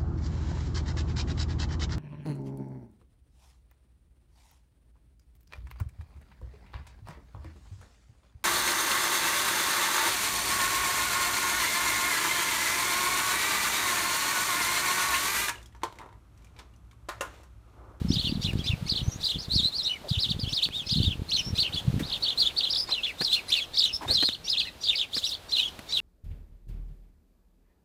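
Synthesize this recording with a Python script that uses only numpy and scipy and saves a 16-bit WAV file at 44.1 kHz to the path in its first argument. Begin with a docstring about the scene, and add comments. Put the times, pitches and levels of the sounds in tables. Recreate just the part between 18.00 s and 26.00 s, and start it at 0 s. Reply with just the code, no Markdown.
"""Sparrows in a breezy hedge

Sparrows chirp and chatter in a roadside hedge: nasal starts lead into fast gliding whistles,
built from slightly hoarse sine tones with hissing breath, and twigs scatter them as echoes.
Gusts, mostly in the first half, are bumps of noise that make the microphone swing and thump.
Fingers tick, rustle and scuff on its case (noise bursts and sinking tones); soft noise is the country air."""
import sys
import numpy as np
from scipy import signal
from scipy.fft import rfft, irfft
from scipy.io import wavfile
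from scipy.ndimage import uniform_filter1d

SR = 44100
rng = np.random.default_rng(int(sys.argv[2]) if len(sys.argv) > 2 else 0)


def wav_out(sig):
    """Save sig, one row per channel (or a flat mono array), as 16-bit PCM at SR to the path in sys.argv[1]."""
    wavfile.write(sys.argv[1], SR, np.round(np.clip(np.atleast_2d(sig).T, -1, 1) * 32767).astype(np.int16))


def voltage_ratio(decibels):
    """Convert decibels (scalar or array-like) to amplitude ratios, 20 dB per decade."""
    exponent = np.asarray(decibels, float) / 20
    return 10 ** exponent


N = 352888   # samples, about 8 s


def rms_one(x):
    """Scales x to an average strength (rms) of 1."""
    return x / np.sqrt(np.mean(x ** 2) + 1e-20)


def drift(rate_hz):
    """Slow chance: noise twice through a one-pole low-pass, spread 1."""
    r = np.exp(-2 * np.pi * rate_hz / SR)
    noise = rng.standard_normal(N + SR)
    settled = signal.lfilter([1], [1, -2 * r, r * r], noise)[SR:]
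    return rms_one(settled)


def colour(x, spectrum):
    """Filters x by (f/Hz, gain/dB) points: level below the first, -80 dB above the last."""
    hz, db = np.transpose(spectrum)
    log_hz = np.log(np.arange(N // 2 + 1) * SR / N + 1)
    gain = voltage_ratio(np.interp(log_hz, np.log(hz), db, right=-80))
    return irfft(rfft(x) * gain, N)


def resonance(x, hz, width_hz):
    """Rings at one pitch: a two-pole peak of gain 1."""
    r = np.exp(-np.pi * width_hz / SR)
    feedback = [1, -2 * r * np.cos(2 * np.pi * hz / SR), r * r]
    return signal.lfilter([(1 - r * r) / 2, 0, (r * r - 1) / 2], feedback, x)


def swell(start_s, end_s, fade_s):
    """The samples a sound takes up, their times, and soft ends just outside it."""
    first = max(round((start_s - fade_s) * SR), 0)
    last = min(round((end_s + fade_s) * SR), N)
    span = np.arange(first, last)
    t = span / SR
    ends = np.clip(np.minimum(t - start_s, end_s - t) / fade_s + 1, 0, 1) ** 2
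    return span, t, ends


def sparrows():
    """Nasal starts and whistles make the voice; breath hisses along, swelling less than the voice."""
    # airier chirps: start t/s, end t/s, extra breath level/dB
    airy_chirps = [(1.195, 1.464, 4), (5.18, 5.42, 4), (7.1, 7.32, 7), (7.47, 7.6, 4)]
    # colour of the hiss past the beak: f/Hz, relative level/dB per Hz
    breath_colour = [(2000, -92), (3500, 16.5), (6000, 0), (10000, -3), (16000, -9.5)]
    breath_db, flicker_db, follows = -27, 3.5, 0.74   # follows: power of the voice's strength

    voice = whistles() + nasal_starts()
    strength = uniform_filter1d(voice ** 2, size=2100).clip(0) ** .5
    effort = strength ** follows
    t = np.arange(N) / SR
    extra_db = sum(db * (t > start) * (t < end) for start, end, db in airy_chirps) * 1.
    extra_db = uniform_filter1d(extra_db, size=1500)
    hiss = rms_one(colour(rng.standard_normal(N), breath_colour))
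    return voice + voltage_ratio(breath_db + extra_db + flicker_db * drift(11.0)) * effort * hiss


def whistles():
    """Gliding tones with warble, rasp and overtones; the second side of the syrinx trails, trilling."""
    # overtones: multiple of the pitch, level/dB
    overtone_levels = [(2, -28), (3, -37.5)]
    # where the voice trills as it trails off: start t/s, end t/s, depth as share of pitch
    trill_spans = [(0.985, 1.025, 0.11), (1.321, 1.378, 0.072), (1.851, 1.885, 0.071), (4.493, 4.517, 0.14),
                   (2.145, 2.18, 0.083), (3.12, 3.15, 0.072), (3.653, 3.7, 0.1), (5.865, 5.92, 0.074),
                   (6.9, 6.95, 0.1), (7.015, 7.06, 0.094)]
    warble, voice_trill_hz = 0.0138, 83.9   # warble: spread as share of pitch
    hoarse_db, rasp_db = 2.5, -15.5
    # second side: level, delay, pitch ratio to the first and how far that ratio wanders and trills
    second_db, second_flicker_db, lag_s = -12, 4.0, .014
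    ratio, wander, trill, second_trill_hz = .97, .06, .02, 95

    song = np.zeros(N)
    now = np.arange(N) / SR
    waver = 1 + warble * drift(110)
    depths = sum(depth * (now > start) * (now < end) for start, end, depth in trill_spans)
    trilling = 1 + np.sin(2 * np.pi * voice_trill_hz * now) * depths
    flutter = voltage_ratio(hoarse_db * drift(120)) + voltage_ratio(rasp_db) * drift(500)   # rasp spreads noise around the tone
    apart = ratio + wander * drift(9.4) + trill * np.sin(2 * np.pi * second_trill_hz * now)
    second = voltage_ratio(second_db + second_flicker_db * drift(17.0))
    patches = voltage_ratio(3.5 * drift(7.2))   # overtones come and go

    for s, hz, db in syllables():
        span, t, ends = swell(s[0], s[-1], fade_s=.004)
        level = np.sqrt(2) * voltage_ratio(np.interp(t, s, db)) * ends
        own = (span + rng.integers(N)) % N      # each note wavers on its own
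        pitch = uniform_filter1d(np.interp(t, s, hz), size=60, mode="nearest")
        note_trill = trilling[span] if min(hz) < 4410 else 1   # the highest notes stay free of it
        phase = np.cumsum(2 * np.pi * pitch * waver[own] * note_trill / SR)

        # overtones change less than the main tone, which the beak lifts near its resonance
        steady = np.sqrt(level * np.max(level)) * patches[own]
        steady *= np.clip(3800 / pitch, 1, 2) ** 1.27   # richer on low notes
        overtones = sum(voltage_ratio(o_db) * np.sin(k * phase) for k, o_db in overtone_levels)

        late_hz = np.interp(t - lag_s, s, hz) * apart[own]
        trailing = np.cumsum(2 * np.pi * late_hz / SR)
        late = np.interp(t - lag_s, t, level) * ends * second[own]
        late *= np.minimum(late_hz / 3000, 1) ** 2.0      # the open beak radiates low tones poorly
        song[span] += flutter[span] * (level * np.sin(phase) + steady * overtones + late * np.sin(trailing))
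    return song


def syllables():
    """Lists every whistled note as its times, pitches and levels; the beak favours some pitches."""
    # pointed up-and-down strokes: top t/s, rise t/s, fall t/s, foot f/Hz, top f/Hz, level/dB before shape and beak
    stroke_rows = [(0.147, 0.033, 0.026, 2885, 4980, -32), (0.151, 0.034, 0.016, 2610, 3160, -46),
                   (0.208, 0.038, 0.012, 2810, 4540, -32), (0.209, 0.032, 0.014, 2600, 3650, -42),
                   (0.261, 0.031, 0.021, 2880, 4450, -34.5), (0.26, 0.018, 0.034, 2670, 3560, -31),
                   (0.311, 0.087, 0.011, 2970, 4800, -41), (0.353, 0.027, 0.014, 3260, 4680, -43.5),
                   (0.908, 0.019, 0.015, 3620, 5000, -28.5), (0.93, 0.0091, 0.011, 3100, 4890, -37),
                   (0.967, 0.017, 0.017, 2960, 4440, -30), (0.999, 0.016, 0.019, 2910, 4020, -36),
                   (1.254, 0.022, 0.008, 3590, 4960, -25.5), (1.276, 0.0074, 0.0067, 3340, 4990, -36.5),
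                   (1.309, 0.024, 0.015, 2890, 4110, -29.5), (1.345, 0.023, 0.029, 2960, 3560, -38),
                   (2.097, 0.012, 0.017, 3400, 5000, -36.5), (2.111, 0.0049, 0.011, 3120, 4900, -39),
                   (2.135, 0.012, 0.029, 2880, 4016, -33.5), (2.163, 0.0062, 0.013, 2650, 3520, -34),
                   (2.217, 0.035, 0.05, 2815, 5400, -28.5), (2.309, 0.025, 0.019, 2770, 4690, -30.5),
                   (2.554, 0.032, 0.05, 2800, 5220, -28), (2.649, 0.032, 0.012, 2585, 4620, -24.5),
                   (2.923, 0.032, 0.032, 3080, 5000, -30.5), (2.926, 0.016, 0.015, 2670, 3520, -40),
                   (2.982, 0.031, 0.014, 3035, 4520, -30.5), (2.987, 0.028, 0.0091, 2900, 3760, -43),
                   (3.04, 0.041, 0.019, 3015, 4740, -35), (3.037, 0.026, 0.01, 2756, 3510, -32),
                   (3.116, 0.019, 0.026, 2610, 3430, -33), (3.754, 0.029, 0.011, 2900, 4670, -32.5),
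                   (4.101, 0.005, 0.0057, 3090, 5020, -36), (4.134, 0.019, 0.016, 2750, 4450, -31.5),
                   (4.161, 0.01, 0.009, 2620, 3760, -32.5), (4.261, 0.014, 0.011, 2910, 4040, -30.5),
                   (4.304, 0.033, 0.0058, 2920, 4240, -26), (4.325, 0.017, 0.01, 2796, 3620, -32.5),
                   (4.409, 0.033, 0.02, 3790, 4800, -23.5), (4.472, 0.025, 0.012, 2900, 3720, -26.5),
                   (4.605, 0.0077, 0.0061, 3030, 4510, -29.5), (4.649, 0.039, 0.0079, 2766, 4180, -28.5),
                   (4.67, 0.0088, 0.0207, 2800, 3580, -32), (4.725, 0.034, 0.014, 3510, 5700, -27.5),
                   (4.754, 0.0099, 0.0075, 3370, 5300, -27.5), (5.794, 0.022, 0.013, 3450, 5150, -21),
                   (5.816, 0.01, 0.011, 3380, 4630, -26), (5.85, 0.025, 0.016, 2875, 4110, -23),
                   (5.88, 0.021, 0.038, 2670, 3480, -33.5), (6.345, 0.032, 0.0085, 2760, 4400, -35),
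                   (6.511, 0.04, 0.044, 2705, 5260, -27.5), (6.594, 0.031, 0.025, 2504, 4370, -25),
                   (6.852, 0.02, 0.027, 3260, 5020, -31), (6.868, 0.011, 0.011, 3250, 4900, -26.5),
                   (6.891, 0.0076, 0.024, 3030, 3990, -23), (6.965, 0.015, 0.01, 3440, 5300, -30.5),
                   (6.976, 0.005, 0.014, 3010, 4800, -32), (7.005, 0.014, 0.026, 2960, 4060, -28),
                   (7.171, 0.04, 0.021, 3135, 5540, -29.5), (7.26, 0.042, 0.014, 2730, 4130, -30.5),
                   (7.348, 0.037, 0.0066, 2900, 4500, -32), (7.567, 0.0054, 0.0055, 2870, 4500, -23.5),
                   (7.971, 0.006, 0.0077, 2895, 4120, -27.5)]
    # rounded arches, same columns: top t/s, rise t/s, fall t/s, foot f/Hz, top f/Hz, level/dB before shape and beak
    arch_rows = [(0.455, 0.027, 0.021, 2540, 3550, -38.5), (0.458, 0.013, 0.013, 3240, 4100, -34.5),
                 (0.488, 0.015, 0.025, 2295, 2880, -34.5), (0.609, 0.029, 0.019, 2576, 3410, -44.5),
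                 (0.681, 0.022, 0.029, 2590, 3564, -37), (0.68, 0.011, 0.015, 3380, 4140, -36.5),
                 (0.712, 0.0064, 0.033, 2280, 2800, -35), (1.091, 0.018, 0.027, 6100, 6500, -34.5),
                 (2.486, 0.026, 0.011, 2830, 3420, -39), (2.774, 0.065, 0.069, 2447, 3760, -38),
                 (3.064, 0.016, 0.032, 2910, 3740, -33.5), (3.342, 0.026, 0.037, 2730, 4470, -26.5),
                 (3.375, 0.012, 0.029, 5330, 6290, -24.5), (3.389, 0.013, 0.029, 2350, 3160, -29.5),
                 (3.612, 0.038, 0.027, 2630, 4520, -27), (3.656, 0.02, 0.035, 2437, 3105, -33.5),
                 (3.778, 0.017, 0.023, 2680, 3454, -33.5), (4.24, 0.016, 0.014, 3770, 4520, -29),
                 (4.586, 0.02, 0.011, 3610, 4600, -27.5), (4.925, 0.016, 0.032, 2930, 4150, -30.5),
                 (5.048, 0.022, 0.029, 2523, 3550, -32.5), (5.047, 0.015, 0.012, 3430, 4200, -39),
                 (5.078, 0.016, 0.038, 1986, 2850, -32.5), (5.336, 0.02, 0.019, 2610, 3644, -27.5),
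                 (5.37, 0.013, 0.033, 2250, 2850, -30), (5.532, 0.014, 0.026, 2595, 3580, -25.5),
                 (5.532, 0.017, 0.017, 3200, 4090, -30.5), (5.563, 0.011, 0.041, 2214, 2866, -28.5),
                 (5.571, 0.01, 0.039, 3320, 4510, -32.5), (5.618, 0.027, 0.033, 2546, 3440, -36),
                 (5.866, 0.018, 0.032, 5140, 6300, -37), (6.265, 0.079, 0.034, 3066, 4295, -29.5),
                 (6.604, 0.017, 0.045, 2900, 4727, -36.5), (6.675, 0.023, 0.02, 1800, 2075, -46),
                 (6.675, 0.009, 0.019, 3630, 4210, -43), (7.283, 0.044, 0.017, 3690, 5850, -32.5),
                 (7.531, 0.011, 0.043, 3060, 4190, -28), (7.67, 0.065, 0.02, 4730, 6850, -46),
                 (7.659, 0.026, 0.034, 2785, 3350, -35.5), (7.933, 0.01, 0.059, 3020, 4080, -29.5)]
    # straight slurs: start t/s, length t/s, from f/Hz, to f/Hz, level/dB in the middle
    slur_rows = [(0.916, 0.017, 4150, 3860, -31), (1.03, 0.041, 6040, 5950, -52),
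                 (1.112, 0.06, 6260, 6730, -53), (1.115, 0.027, 5650, 5920, -42.5),
                 (1.264, 0.01, 4080, 3835, -24), (1.39, 0.017, 4900, 5220, -36),
                 (1.607, 0.06, 3860, 4230, -32.5), (1.6, 0.027, 3230, 3390, -35.5),
                 (1.632, 0.054, 3700, 4284, -25), (1.822, 0.031, 4600, 6000, -38),
                 (1.844, 0.05, 3750, 4096, -27.5), (1.881, 0.067, 2920, 2970, -32.5),
                 (1.926, 0.052, 2550, 2060, -43), (2.392, 0.012, 3350, 5370, -39),
                 (2.398, 0.05, 5030, 4140, -37), (2.434, 0.02, 3430, 2720, -36.5),
                 (3.426, 0.085, 5170, 5590, -41), (4.42, 0.023, 3540, 3260, -29),
                 (4.429, 0.043, 1384, 1310, -56), (4.487, 0.026, 3210, 2300, -42),
                 (4.759, 0.015, 3340, 4760, -23), (4.767, 0.08, 5380, 5000, -33.5),
                 (4.772, 0.044, 4960, 4780, -28), (4.95, 0.058, 3150, 2524, -32.5),
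                 (5.294, 0.074, 3830, 4350, -26.5), (5.801, 0.0107, 3930, 3800, -20.5),
                 (5.93, 0.04, 5120, 5360, -28), (6.176, 0.036, 3330, 3315, -31.5),
                 (6.193, 0.042, 4090, 4270, -27), (6.237, 0.043, 4600, 5040, -34),
                 (6.648, 0.044, 3050, 2490, -40.5), (6.912, 0.043, 3430, 2150, -32.5),
                 (7.016, 0.036, 3280, 2460, -36), (7.182, 0.016, 8070, 6070, -39),
                 (7.575, 0.036, 4410, 3500, -26), (7.576, 0.036, 2740, 3150, -27),
                 (7.613, 0.029, 3690, 2830, -28), (7.985, 0.027, 2750, 2830, -31.5)]
    # loudness by pitch in the beak: f/Hz, gain/dB
    beak_gain = [(2000, 1.5), (2800, -1), (3500, 5.5), (4200, 3), (4800, 6), (5500, -2), (6600, -17)]
    # a call climbs, flicks up to a spike, slides down: t/s from the spike, f/Hz before scaling, relative level/dB
    call_shape = [(-0.055, 3550, -18), (-0.035, 4097, -0.5), (-0.005, 4987, -3), (0.0, 5850, -7),
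                  (0.006, 4300, 1.5), (0.031, 3784, 0), (0.041, 3260, -10)]
    # such calls: spike t/s, pace (1 = as in the shape, more is slower), pitch factor, climb level/dB, slide level/dB
    spiked_calls = [(1.421, 0.92, 1.07, -39, -45), (1.559, 1.24, 0.99, -27, -24),
                    (1.779, 1.11, 1.004, -30.5, -31), (4.071, 0.99, 0.9, -38.5, -45),
                    (5.244, 1.1, 1.01, -28.5, -28.5), (6.143, 1.17, 0.98, -24, -22)]
    spike_s = .006   # half width of the spike, the same at any pace

    u = np.linspace(-1, 1, num=21)   # foot, top at 0, foot
    # softer at the foot, uneven between the flanks, thin at the turn
    stroke_db = -9.5 * u ** 2 + 1.5 * u - 6.5 * (1 - abs(u)) ** 3
    arch_db = -10.5 * u ** 2
    beak_hz, beak_db = np.transpose(beak_gain)
    notes = []
    # bend: power of the rising and falling flank, 1 a tent, 2 a parabola
    for rows, bend, shape_db in ((stroke_rows, (1.4, 0.63), stroke_db), (arch_rows, (2.2, 1.5), arch_db)):
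        for at, rise, fall, foot_hz, top_hz, db in rows:
            times = at + u * np.where(u < 0, rise, fall)
            hz = top_hz - (top_hz - foot_hz) * abs(u) ** np.where(u < 0, *bend)
            notes.append((times, hz, db + shape_db + np.interp(hz, beak_hz, beak_db)))

    share = (u + 1) / 2
    for start, length, from_hz, to_hz, db in slur_rows:
        notes.append((start + length * share, from_hz + (to_hz - from_hz) * share, db - 7 * u ** 2))

    s, hz, db = np.transpose(call_shape)
    for at, pace, factor, climb_db, slide_db in spiked_calls:
        times = at + pace * s + (1 - pace) * np.clip(s, -spike_s, spike_s)
        notes.append((times, factor * hz, db + np.where(s > 0, slide_db, climb_db)))
    return notes


def nasal_starts():
    """Two low, scratchy voices whose overtones pass the throat, bending up into the whistle."""
    # lead-ins: start t/s, end t/s, upper side f/Hz before its bend, level/dB, lower side level/dB against the upper
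    lead_ins = [(0.091, 0.136, 2570, -42, -8), (0.421, 0.438, 2270, -38, 0), (0.573, 0.59, 2200, -50, 1),
                (0.639, 0.673, 2374, -40.5, -0.5), (0.868, 0.884, 2200, -38, -14),
                (1.207, 1.22, 2276, -47, 6), (2.495, 2.533, 2680, -41, -8), (2.87, 2.899, 2600, -40, 0),
                (3.293, 3.309, 2120, -35.5, -18), (3.556, 3.576, 2404, -41.5, 6),
                (4.878, 4.913, 2226, -41.5, -1), (5.488, 5.507, 2370, -42.5, 11),
                (5.741, 5.767, 2256, -37, 3), (6.449, 6.5, 2780, -42, -4), (6.815, 6.844, 2850, -45, 0),
                (7.495, 7.516, 2260, -43.5, 0), (7.894, 7.925, 2230, -40.5, 2)]
    # the throat's filter: f/Hz, gain/dB
    throat_gain = [(1000, -43), (2400, -12), (4000, 0.5), (5500, 6), (6400, 0), (12000, -12)]
    lower_side = 0.83   # pitch ratio of the lower side
    rise, rise_power = 0.24, 2.4   # share of pitch gained by the end, curve of that rise
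    upper_db, uneven_db = -19, 5.0   # overtones above the second are weaker; chance spread of all five

    song = np.zeros(N)
    unsteady = 1 + 0.0193 * drift(67)
    scratch = 1 + 0.34 * drift(470)
    throat_hz, throat_db = np.transpose(throat_gain)
    multiples = np.arange(1, 6)[:, None]
    for start, end, hz, db, lower_db in lead_ins:
        span, t, ends = swell(start, end, fade_s=0.014)
        bend = 1 + rise * np.clip((t - start) / (end - start), 0, None) ** rise_power
        for ratio, side_db in ((1, 0), (lower_side, lower_db)):
            pitch = ratio * hz * bend * unsteady[span]
            gains_db = np.interp(multiples * pitch, throat_hz, throat_db) + upper_db * (multiples > 2)
            gains = voltage_ratio(gains_db + uneven_db * rng.standard_normal((5, 1)))
            phase = np.cumsum(2 * np.pi * pitch / SR)
            buzz = np.sum(gains * np.sin(multiples * phase), axis=0)
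            song[span] += voltage_ratio(db + side_db) * ends * scratch[span] * rms_one(buzz)
    return song


def hedge(x):
    """Twigs scatter densely within milliseconds, trees further off give a faint tail."""
    early_db, early_t60_s = -8, 0.094   # t60: time to fade by 60 dB
    far_db, far_t60_s = -24, 0.55
    t = np.arange(SR // 2) / SR
    scatter = rng.standard_normal((2, len(t))) * (t > .002)
    early = scatter[0] * voltage_ratio(-60 * t / early_t60_s)
    far = scatter[1] * voltage_ratio(-60 * t / far_t60_s)
    echo = voltage_ratio(early_db) * early / np.linalg.norm(early) + voltage_ratio(far_db) * far / np.linalg.norm(far)
    return x + signal.fftconvolve(x, echo)[:N]


def wind():
    """Eddies bump the capsule one by one and set it swinging for a cycle or two, over a steadier rumble."""
    # gusts on the microphone: peak t/s, rise t/s, fall t/s, peak level/dB before smoothing
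    gust_rows = [(0.15, 0.36, 1.07, -28.5), (0.74, 0.12, 0.073, -30.5), (1.04, 0.16, 0.15, -31.5),
                 (1.358, 0.02, 0.025, -29.5), (1.55, 0.092, .2, -31.5), (2.4, 0.26, 0.37, -32.5),
                 (3.0, 0.14, 0.31, -25.5), (3.5, 0.16, 0.26, -32.5), (3.95, 0.22, 0.22, -30.5),
                 (6.15, 0.57, 0.97, -48.5)]
    # colour of the wind: f/Hz, relative level/dB per Hz
    wind_colour = [(12, -45), (20, 2.5), (75, 6.5), (166, -3), (468, -21.5), (900, -44), (1170, -65),
                   (1980, -120)]
    eddies_per_s, spread_db, rumble_db = 60, 5.0, -11
    drop_db = 20   # each gust changes by this much over its rise and fall

    t = np.arange(N) / SR
    gusts = sum(voltage_ratio(db - drop_db * np.maximum((at - t) / rise, (t - at) / fall))
                for at, rise, fall, db in gust_rows)
    level = uniform_filter1d(gusts, size=800)
    hits = rng.random(N) < eddies_per_s / SR
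    bumps = hits * voltage_ratio(spread_db * rng.standard_normal(N)) * rng.choice([-1, 1], N)
    swings = rms_one(colour(resonance(bumps, 140, 390), wind_colour))
    rumble = rms_one(colour(rng.standard_normal(N), wind_colour))
    return level * (swings + voltage_ratio(rumble_db) * rumble)


def thumps():
    """Each strong eddy or shift of the hand swings the capsule once or twice."""
    # the strongest eddies: t/s, level/dB of the swell's crest
    strong_eddies = [(0.054, -18), (0.087, -21), (0.106, -12.5), (0.131, -25), (0.172, -18.5), (0.248, -24),
                     (0.325, -18), (0.357, -21), (0.374, -22), (0.45, -19.5), (0.703, -17), (0.738, -18),
                     (0.828, -21), (1.031, -22), (1.084, -17), (1.563, -19), (2.117, -15.5), (2.18, -19),
                     (2.313, -20.5), (2.436, -21.5), (2.928, -22), (2.962, -18.5), (2.985, -17),
                     (3.008, -22), (3.038, -24), (3.075, -19), (3.533, -22), (3.883, -11), (3.902, -18),
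                     (3.963, -24), (3.982, -22), (4.01, -20.5), (4.027, -22)]
    # the hand shifts on the case: t/s, level/dB of the swell's crest, swing f/Hz
    hand_shifts = [(5.212, -30, 190), (5.945, -38.5, 65), (6.068, -32, 101), (6.105, -27.5, 75),
                   (6.138, -38, 90)]
    eddy_hz, spread_octaves, width_cycles = 138, .35, .44   # usual swing, its spread, width of the swell

    out = np.zeros(N)
    size, turn = rng.standard_normal((len(strong_eddies) + len(hand_shifts), 2)).T
    eddies = [(at, db, eddy_hz * 2 ** (spread_octaves * k)) for (at, db), k in zip(strong_eddies, size)]
    for (at, db, hz), phase in zip(eddies + hand_shifts, turn):
        span, t, _ = swell(at, at, fade_s=2 / hz)
        cycles = hz * (t - at)
        shape = np.exp(-.5 * (cycles / width_cycles) ** 2)
        out[span] += voltage_ratio(db) * shape * np.cos(2 * np.pi * (cycles + phase))
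    return out


def handling():
    """Each touch is a burst of uneven grains that rings the case; long ones are a smoother rustle."""
    # fingers on the case: start t/s, relative level/dB, length t/s (1 ms at least), extra treble level/dB
    touches = [(0.531, -53, 0.007, 1), (2.688, -54, 0.00092, 10), (3.992, -42, 0.026, 21),
               (4.89, -50, 0.0083, -14), (5.21, -39, 0.013, -4), (6.016, -46.5, 0.046, -20),
               (6.076, -42, 0.057, -25), (6.226, -39, 0.011, -12), (6.288, -50.5, 0.0031, -12),
               (7.164, -43, 0.013, -14), (7.372, -65, 0.001, 8.5), (7.79, -49.5, 0.0064, 8)]
    # resonances of the case: f/Hz, width f/Hz, gain/dB
    case_peaks = [(230, 215, 14.5), (790, 2000, -2.5), (1640, 550, 1), (9000, 11000, -38)]
    grain_db, level_db, smooth_s = 12.0, 14, 0.023   # spread of the grains, overall gain, length that evens them

    touch = np.full((2, N), 1e-18)      # what rings the body of the case, and what hisses above it
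    t = np.arange(SR // 6) / SR
    for at, db, length, treble_db in touches:
        spread_db = grain_db * np.exp(-length / smooth_s)
        grains = rng.standard_normal(len(t)) * voltage_ratio(spread_db * rng.standard_normal(len(t)))
        start = round(at * SR)
        age = 2 * t / max(length, .001)
        gains = voltage_ratio(db + level_db + np.array([[0], [treble_db]]))
        touch[:, start:start + len(t)] += gains * grains * np.sqrt(age) * np.exp(-age)
    # peaks above 4410 Hz take the hiss
    return sum(voltage_ratio(db) * resonance(touch[int(hz > 4410)], hz, width_hz) for hz, width_hz, db in case_peaks)


def scuffs():
    """A finger drags over the case: a sinking tone, roughened by slow noise, sounds like a hollow scrape."""
    # hollow scuffs: start t/s, length t/s, from f/Hz, to f/Hz, level/dB before the noise and the sine
    scuff_rows = [(2.032, 0.055, 680, 480, -41), (6.09, 0.04, 720, 480, -37.5),
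                  (4.888, 0.0472, 1059, 640, -37.5), (6.011, 0.0487, 1000, 844, -38)]
    out, rough = np.zeros(N), drift(230)
    for start, length, from_hz, to_hz, db in scuff_rows:
        span, t, ends = swell(start, start + length, fade_s=0.00397)
        pitch = np.interp(t, [start, start + length], [from_hz, to_hz])
        tone = np.sin(np.cumsum(2 * np.pi * pitch / SR))
        out[span] += voltage_ratio(db) * ends * rough[span] * tone
    return out


def air():
    """Leaves, far fields and roads as a gently breathing hush of coloured noise."""
    # colour of the hush: f/Hz, relative level/dB per Hz
    air_colour = [(15, -33), (25, 1.5), (60, 4.5), (86, 4), (160, -2), (667, -4), (2010, -12), (3940, -10),
                  (5450, -18), (15600, -26.5)]
    # course of the hush: t/s, level/dB before its slow wandering
    hush_level = [(0.0, -48.5), (1.8, -50), (3.8, -47), (4.8, -47.5), (7.2, -50), (8.0, -45.5)]
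    level_db = np.interp(np.arange(N) / SR, *np.transpose(hush_level))
    hush = rms_one(colour(rng.standard_normal(N), air_colour))
    return voltage_ratio(level_db + 1.3 * drift(0.78)) * hush


def scene():
    """Everything reaches one microphone."""
    birds = hedge(sparrows())
    return (birds + wind() + thumps() + handling() + scuffs() + air())[None]


def top_cut(x):
    """Nothing passes above the cut-off."""
    return signal.sosfilt(signal.butter(12, 15720, fs=SR, output="sos"), x)


def record(dry):
    """Passes on the finished mix."""
    return top_cut(dry)


dry = scene()
out = record(dry)
wav_out(out)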